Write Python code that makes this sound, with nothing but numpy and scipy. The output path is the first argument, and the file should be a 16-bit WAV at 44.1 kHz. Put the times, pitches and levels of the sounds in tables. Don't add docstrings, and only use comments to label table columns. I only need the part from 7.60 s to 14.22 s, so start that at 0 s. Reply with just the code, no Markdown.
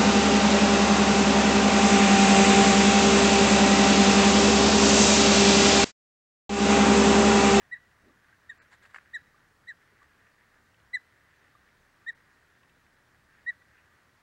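import sys
import numpy as np
from scipy import signal
from scipy.fft import rfft, irfft, next_fast_len
from scipy.io import wavfile
from scipy.ndimage import uniform_filter1d

SR = 44100
rng = np.random.default_rng(int(sys.argv[2]) if len(sys.argv) > 2 else 0)


def volts(x):
    e = np.asarray(x, float) / 20
    return 10 ** e


def int16_out(signal):
    q = np.round(np.clip(np.atleast_2d(signal).T, -1, 1) * 32767)
    wavfile.write(sys.argv[1], SR, q.astype(np.int16))


N = 291937

# frequency in Hz, level in dB per Hz.
AIR_SPECTRUM = [(20, -30.5), (32, -0.5), (48, -27), (62, -1), (120, -2.5), (200, -8), (700, -12.5),
                (1300, -10.5), (1800, -8), (2500, -20.5), (4000, -21.5), (8000, -28), (12000, -32.5),
                (15600, -33)]
AIR_DB = -66
# frequency in Hz, rms level in dB.
WHINES = [
    (15734, -93),
    (11234, -108),
    (33, -87),
]
# time in seconds, level in dB.
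LAPPING = [(0.0, -61.5), (0.15, -64.5), (0.33, -67.5), (1.14, -62), (1.56, -62.5), (2.06, -66.5),
           (2.73, -63.5), (2.93, -65), (3.26, -68.5), (3.65, -66), (3.82, -63), (4.04, -66.5),
           (4.74, -65.5), (5.33, -69.5), (5.83, -63), (5.96, -67), (6.27, -63), (6.62, -70.5)]
# frequency in Hz, width in Hz, level in dB.
HOUSING = [
    (1832, 460, 0.5),
    (1605, 580, 2),
    (1200, 55, 2),
    (2264, 750, -12),
]
# start in seconds, peak in dB, pitch in Hz, 60 dB decay in seconds.
TICKS = [(0.0197, -55, 2580, 0.02), (0.3122, -56, 2690, 0.018), (3.1437, -54, 2700, 0.02),
         (3.2001, -57, 2920, 0.017), (3.7434, -58, 2357, 0.021), (4.0881, -57, 2350, 0.025),
         (5.032, -55, 2640, 0.021), (5.096, -54, 2680, 0.02)]
# start in seconds, length in seconds, peak in dB, top pitch in Hz,
# faint falling end in dB relative to the peak.
WHISTLES = [
    (0.113, 0.043, -32.5, 1963, -21.5),
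    (0.893, 0.015, -37.5, 1884, -9),
    (1.534, .040, -33.5, 1962, -41),
    (2.071, 0.053, -39.5, 1994, -38),
    (3.332, 0.042, -26.5, 2018, -44),
    (4.464, 0.045, -31.5, 1942, -40),
    (5.863, 0.046, -28, 1960, -30),
]
# crest as a share of length, start and end in dB relative to the crest.
EFFORTS = [(.47, -18, -15), (.58, -29, -11), (.6, -12.5, -7.5), (.44, -16, -11), (.5, -17, -10),
           (.62, -15, -14), (.66, -15, -11.5)]
# top as a share of length, climb in % per ms, slide in % per ms,
# rounding of the top in ms.
ARCHES = [(.43, .65, .48, 8), (.5, 0.75, 0.6, 2.5), (0.33, 1, 0.69, 2.4), (0.323, 0.94, 0.62, 3.3),
          (.33, 0.86, 0.95, 13.3), (0.554, 0.54, 0.62, 2.6), (0.627, .31, 0.54, 8)]
# octave, third and fourth in dB relative to the fundamental,
# fifth in dB relative to the fourth.
PARTIALS = [(-25, -54, -42.5, -12), (-14.5, -44, -26.5, -11.5), (-11.5, -36, -25.5, -13),
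            (-11, -32, -29, -22), (-15, -40, -32, -18), (-15, -39, -34.5, -12), (-26, -46.5, -45.5, -11.5)]
# trunk echo delay in seconds,
# trunk echo in dB, leaf scatter in dB.
POSTURE = [(0.0268, -20, 2), (0.02, -20, 3), (0.022, -16.5, 2), (.017, -13, -11), (0.028, -27, -9),
           (0.011, -19, -6), (.024, -31.5, -5.5)]
# time in seconds, depth in dB,
# width in seconds.
CATCHES = [(3.3645, -34, 0.0027), (.1205, -3.5, 0.0026), (.147, -8, 0.0027), (.909, -6, 0.0015),
           (2.082, -7, 0.0017), (4.481, -5, 0.0019)]
# frequency in Hz, gain in dB.
ECHO_TONE = [(1000, -25), (1600, -13), (1850, -5), (1990, 1), (2300, 0), (3500, -6), (4050, 1), (6000, -8),
             (10000, -25)]
# delay in seconds, level in dB.
LEAVES = [(.004, -34.5), (.012, -24.5), (.035, -21.5), (.07, -30.5), (.13, -34), (.2, -46.5)]
# delay in seconds, level in dB.
SHORE = [(.2, -66), (.3, -37), (.45, -39), (.62, -48), (.8, -74)]
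# start in seconds, peak in dB, pitch in Hz.
DRIPS = [(0.3445, -60, 1200), (0.495, -55, 1154), (1.6646, -58, 1200), (1.743, -52.5, 1190),
         (2.4167, -48, 1160), (3.67, -59, 1110), (3.9499, -47.5, 1186), (4.2867, -62, 1150),
         (5.032, -56, 1080)]
# start in seconds, peak in dB, pitch in Hz.
KNOCK = (.7255, -48, 1600)
# centre in seconds, level in dB, half length in seconds,
# frequency in Hz, width in Hz.
BUMPS = [
    (0.439, -70, 0.029, 230, 117),
    (0.483, -59.5, 0.03, 300, 248),
    (0.57, -66.5, 0.018, 208, 100),
    (2.329, -65, 0.0094, 430, 150),
    (6.188, -68.5, 0.016, 2570, 350),
]
# centre in seconds, level in dB, half length in seconds.
WINGS = [(0.94, -72, 0.026), (1.011, -60.5, 0.018), (1.135, -56.5, 0.02), (1.235, -58, 0.0096),
         (1.26, -59, 0.014), (1.31, -64, 0.013), (1.361, -56.5, 0.021), (1.42, -69, 0.013),
         (2.43, -59.5, 0.0034)]
# frequency in Hz, level in dB per Hz.
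FEATHERS = [(180, -51), (300, -22), (384, -12.5), (1380, -4.5), (1640, 3), (2520, -13.5), (4540, -16),
            (5810, -29), (7440, -17), (12000, -40), (15600, -73), (22000, -120)]
# start in seconds, peak in dB, burst length in seconds, tilt in dB per octave.
SNAPS = [(1.253, -45, .002, -1), (1.3447, -32, .005, 3), (1.349, -39, .003, 2), (1.357, -46, .002, 3),
         (1.3605, -33, .0035, -1), (1.370, -50, .005, .5), (1.380, -50, .003, 3), (1.384, -37.5, .002, -4),
         (1.386, -42, .002, -5), (5.2655, -52, .001, 0)]
# frequency in Hz, level in dB per Hz.
TWIG = [(180, -61), (300, -31), (507, -25), (680, -22), (818, -16.5), (1520, -3), (2560, -15), (2770, -19),
        (3380, -36), (7790, -39), (12000, -51), (15600, -79), (22000, -120)]
# centre in seconds, length in seconds, lower edge in Hz,
# upper edge in Hz, depth in dB.
DROPOUTS = [(1.002, .036, 2900, 3950, -35), (1.002, .036, 4950, 15300, -30), (1.002, .034, 700, 900, -20),
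            (4.541, .014, 2400, 3700, -10), (4.541, .015, 4300, 15300, -16)]
# centre in seconds, length in seconds,
# frequency in Hz, level in dB.
SPARED_LINES = [(.997, 0.047, 7400, -80), (4.541, .02, 9200, -86)]

ATTACK_S, RELEASE_S, TRAIL_S, TRAIL_FADE_S = 0.007, 0.0048, 0.018, 0.018
SWELL_POWER, SAG_POWER = 2.07, 2.3
START_DROP_PERCENT, LOWEST_HZ = 11, 1612
CLIMB_LOSS_DB = 1.7
OCTAVE_LOSS_DB, FOURTH_LOSS_DB = 1, 0.3
CLOSING = 0.081


def evened(x):
    return x / np.sqrt(np.mean(x ** 2) + 1e-20)


def curve(rows, t):
    return np.interp(t, *np.transpose(rows))


def add(mix, s, sound):
    part = mix[round(s * SR):][:len(sound)]
    part += sound[:len(part)]


def coloured(x, points):
    hz, db = np.transpose(points)
    size = next_fast_len(len(x) + 512)
    bins = np.fft.rfftfreq(size, 1 / SR)
    gain = volts(np.interp(np.log(bins + 1), np.log(hz + 1), db))
    return irfft(rfft(x, size) * gain, size)[:len(x)]


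def resonate(x, hz, width):
    return signal.lfilter(*signal.iirpeak(hz, hz / width, SR), x)


def drift(count, size):
    once = uniform_filter1d(rng.standard_normal(count), size)
    return evened(uniform_filter1d(once, size))


def swell(s, half):
    return np.exp(-((np.arange(N) / SR - s) / half) ** 2)


def gate(t, width):
    return np.sin(np.pi / 2 * np.clip(t / width + 0.5, 0, 1)) ** 2


def ring(db, hz, t60, rise):
    t = np.arange(round(t60 * SR)) / SR
    return volts(db - 60 * t / t60) * np.minimum(t / rise, 1) * np.sin(2 * np.pi * hz * t)


def air():
    _, _, z = signal.stft(coloured(rng.standard_normal(N), AIR_SPECTRUM), SR, nperseg=1024)
    patches = uniform_filter1d(rng.standard_normal(z.shape), size=12, axis=0)
    patches_db = evened(uniform_filter1d(patches, size=4, axis=1))
    hiss = signal.istft(z * volts(patches_db), SR, nperseg=1024)[1][:N]
    return volts(AIR_DB) * evened(hiss)


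def whines():
    t, out = np.arange(N) / SR, np.zeros(N)
    for hz, db in WHINES:
        phase = 2 * np.pi * hz * t + 0.9 * drift(N, size=900)
        out += np.sqrt(2) * volts(db) * np.sin(phase)
    return out


def lake():
    size = volts(2.5 * np.minimum(rng.exponential(1, N), 3))
    struck = rng.random(N) < 2500 / SR
    drops = size * struck * rng.standard_normal(N)
    splash = np.zeros(N)
    for hz, width, db in HOUSING:
        patches = volts(db + 3 * drift(N, size=3000))
        splash += patches * resonate(resonate(drops, hz, width), hz, width)
    return volts(curve(LAPPING, np.arange(N) / SR) - 3.5) * evened(splash)


def leaf_ticks():
    out = np.zeros(N)
    for s, db, hz, t60 in TICKS:
        for ratio in (1, 1.12, 1.4):
            add(out, s, ring(db - 9 * ratio + 5, hz * ratio, t60 / ratio ** 2, rise=0.001))
    return out


def flatness(t, length, top, climb, slide, round_ms):
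    ms = 1000 * (t - top * length)
    away = np.sqrt(ms ** 2 + round_ms ** 2) - round_ms
    climbing = START_DROP_PERCENT * np.tanh(climb * away / START_DROP_PERCENT)
    return np.where(ms < 0, climbing, slide * away)


def breath(t, length, trail_db, crest, start_db, end_db):
    u = np.clip(t / length, 0, 1) - crest
    swelling_db = start_db * abs(u / crest) ** SWELL_POWER
    sagging_db = end_db * abs(u / (1 - crest)) ** SAG_POWER
    body = volts(np.where(u < 0, swelling_db, sagging_db)) * gate(length - t, RELEASE_S)
    trail = volts(trail_db) * gate(length + TRAIL_S - t, TRAIL_FADE_S)
    return gate(t, ATTACK_S) * np.sqrt(body ** 2 + trail ** 2)


def comb_catches(t):
    gain = np.ones(len(t))
    for at, depth_db, width in CATCHES:
        gain *= 1 - (1 - volts(depth_db)) / (1 + ((t - at) / width) ** 2)
    return gain


def whistle(row, effort, arch, partials):
    start, length, db, top_hz, trail_db = row
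    octave_db, third_db, fourth_db, fifth_db = partials
    t = np.arange(-0.005, 0.09, 1 / SR)
    flat = flatness(t, length, *arch)
    hz = np.maximum(top_hz * (1 - flat / 100), LOWEST_HZ)
    turn = 2 * np.pi * np.cumsum(hz) / SR

    shut_db = CLIMB_LOSS_DB * flat * (t < arch[0] * length)
    flat = flat * (1 + CLOSING * flat)
    octave = volts(octave_db - OCTAVE_LOSS_DB * flat)
    third = volts(third_db - 0.5 * OCTAVE_LOSS_DB * flat - shut_db)
    fourth = volts(fourth_db - FOURTH_LOSS_DB * flat - shut_db)
    fifth = fourth * volts(fifth_db)

    flutter = [volts(depth_db * drift(4400, size=90)[:len(t)]) for depth_db in (0.2, 1.5, 3, 2.5, 3.5)]
    tone = flutter[0] * comb_catches(t + start) * np.sin(turn)
    tone += flutter[1] * octave * np.cos(2 * turn)
    tone += flutter[2] * third * np.sin(3 * turn)
    tone += flutter[3] * fourth * np.cos(4 * turn)
    tone += flutter[4] * fifth * np.sin(5 * turn)
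    return start + t[0], np.sqrt(2) * volts(db) * tone * breath(t, length, trail_db, *effort)


def scatter(x, rows, per_s):
    t = np.arange(round(rows[-1][0] * SR)) / SR
    strength, chance = rng.standard_normal((2, SR))[:, :len(t)]
    present = (abs(chance) < per_s / SR) * (t > rows[0][0])
    taps = strength * present * volts(curve(rows, t))
    return signal.fftconvolve(x, taps / np.sqrt(0.04 * per_s))


def bird():
    direct, near = np.zeros((2, N))
    for *shape, (delay, echo_db, scatter_db) in zip(WHISTLES, EFFORTS, ARCHES, PARTIALS, POSTURE):
        s, call = whistle(*shape)
        add(direct, s, call)
        add(near, s + delay, volts(echo_db) * call)
        add(near, s, volts(scatter_db) * scatter(call, LEAVES, 1500))
    far = resonate(scatter(direct, SHORE, 2300)[:N], 1530, 460)
    return direct + coloured(near, ECHO_TONE) + far


def drips():
    out = np.zeros(N)
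    for s, db, hz in DRIPS + [KNOCK]:
        add(out, s, ring(db - 1, hz, 0.05, rise=0.003))
    return out


def bumps():
    out, noise = np.zeros(N), rng.standard_normal(N)
    for s, db, half, hz, width in BUMPS:
        rumble = evened(resonate(resonate(noise, hz, width), hz, width))
        out += volts(db) * swell(s, half) * rumble
    return out


def wings():
    grain_db = 2.2 * evened(uniform_filter1d(rng.standard_normal(N), size=130))
    grain = volts(np.clip(grain_db, -4, 3.5))
    rustle = evened(coloured(grain * rng.standard_normal(N), FEATHERS))
    return rustle * sum(volts(db) * swell(s, half) for s, db, half in WINGS)


def twig_snaps():
    out, t = np.zeros(N), np.arange(600) / SR
    noises = rng.standard_normal((len(SNAPS), 600))
    for (s, db, length, tilt), noise in zip(SNAPS, noises):
        twig = [(hz, level + tilt * np.log2(min(hz, 1500) / 1500)) for hz, level in TWIG]
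        burst = noise * np.minimum(t / 0.0007, 1) * np.exp(-(t / length) ** 2)
        burst = coloured(np.r_[np.zeros(100), burst], twig)
        add(out, s - 100 / SR, volts(db) * burst / abs(burst).max())
    return out


def scene():
    mix = bird() + air() + whines() + lake() + wings()
    mix += twig_snaps() + drips() + leaf_ticks() + bumps()
    return mix[None]


def band_limit(x):
    return signal.sosfilt(signal.butter(12, 15800, fs=SR, output="sos"), x)


def record(dry):
    t, x = np.arange(N) / SR, dry[0]
    for s, length, low_hz, high_hz, depth_db in DROPOUTS:
        bandpass = signal.butter(4, [low_hz, high_hz], "band", fs=SR, output="sos")
        band = signal.sosfiltfilt(bandpass, x)
        moment = np.exp(-(2 * (t - s) / length) ** 8)
        x = x - (1 - volts(depth_db)) * moment * band
    for s, length, hz, db in SPARED_LINES:
        x = x + volts(db) * swell(s, length / 2) * np.sin(2 * np.pi * hz * t)
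    lowpass = signal.firwin(2047, 15800, window=("kaiser", 7), fs=SR)
    x = signal.oaconvolve(x, lowpass, "same")
    return band_limit(x[None])


dry = scene()
out = record(dry)
int16_out(out)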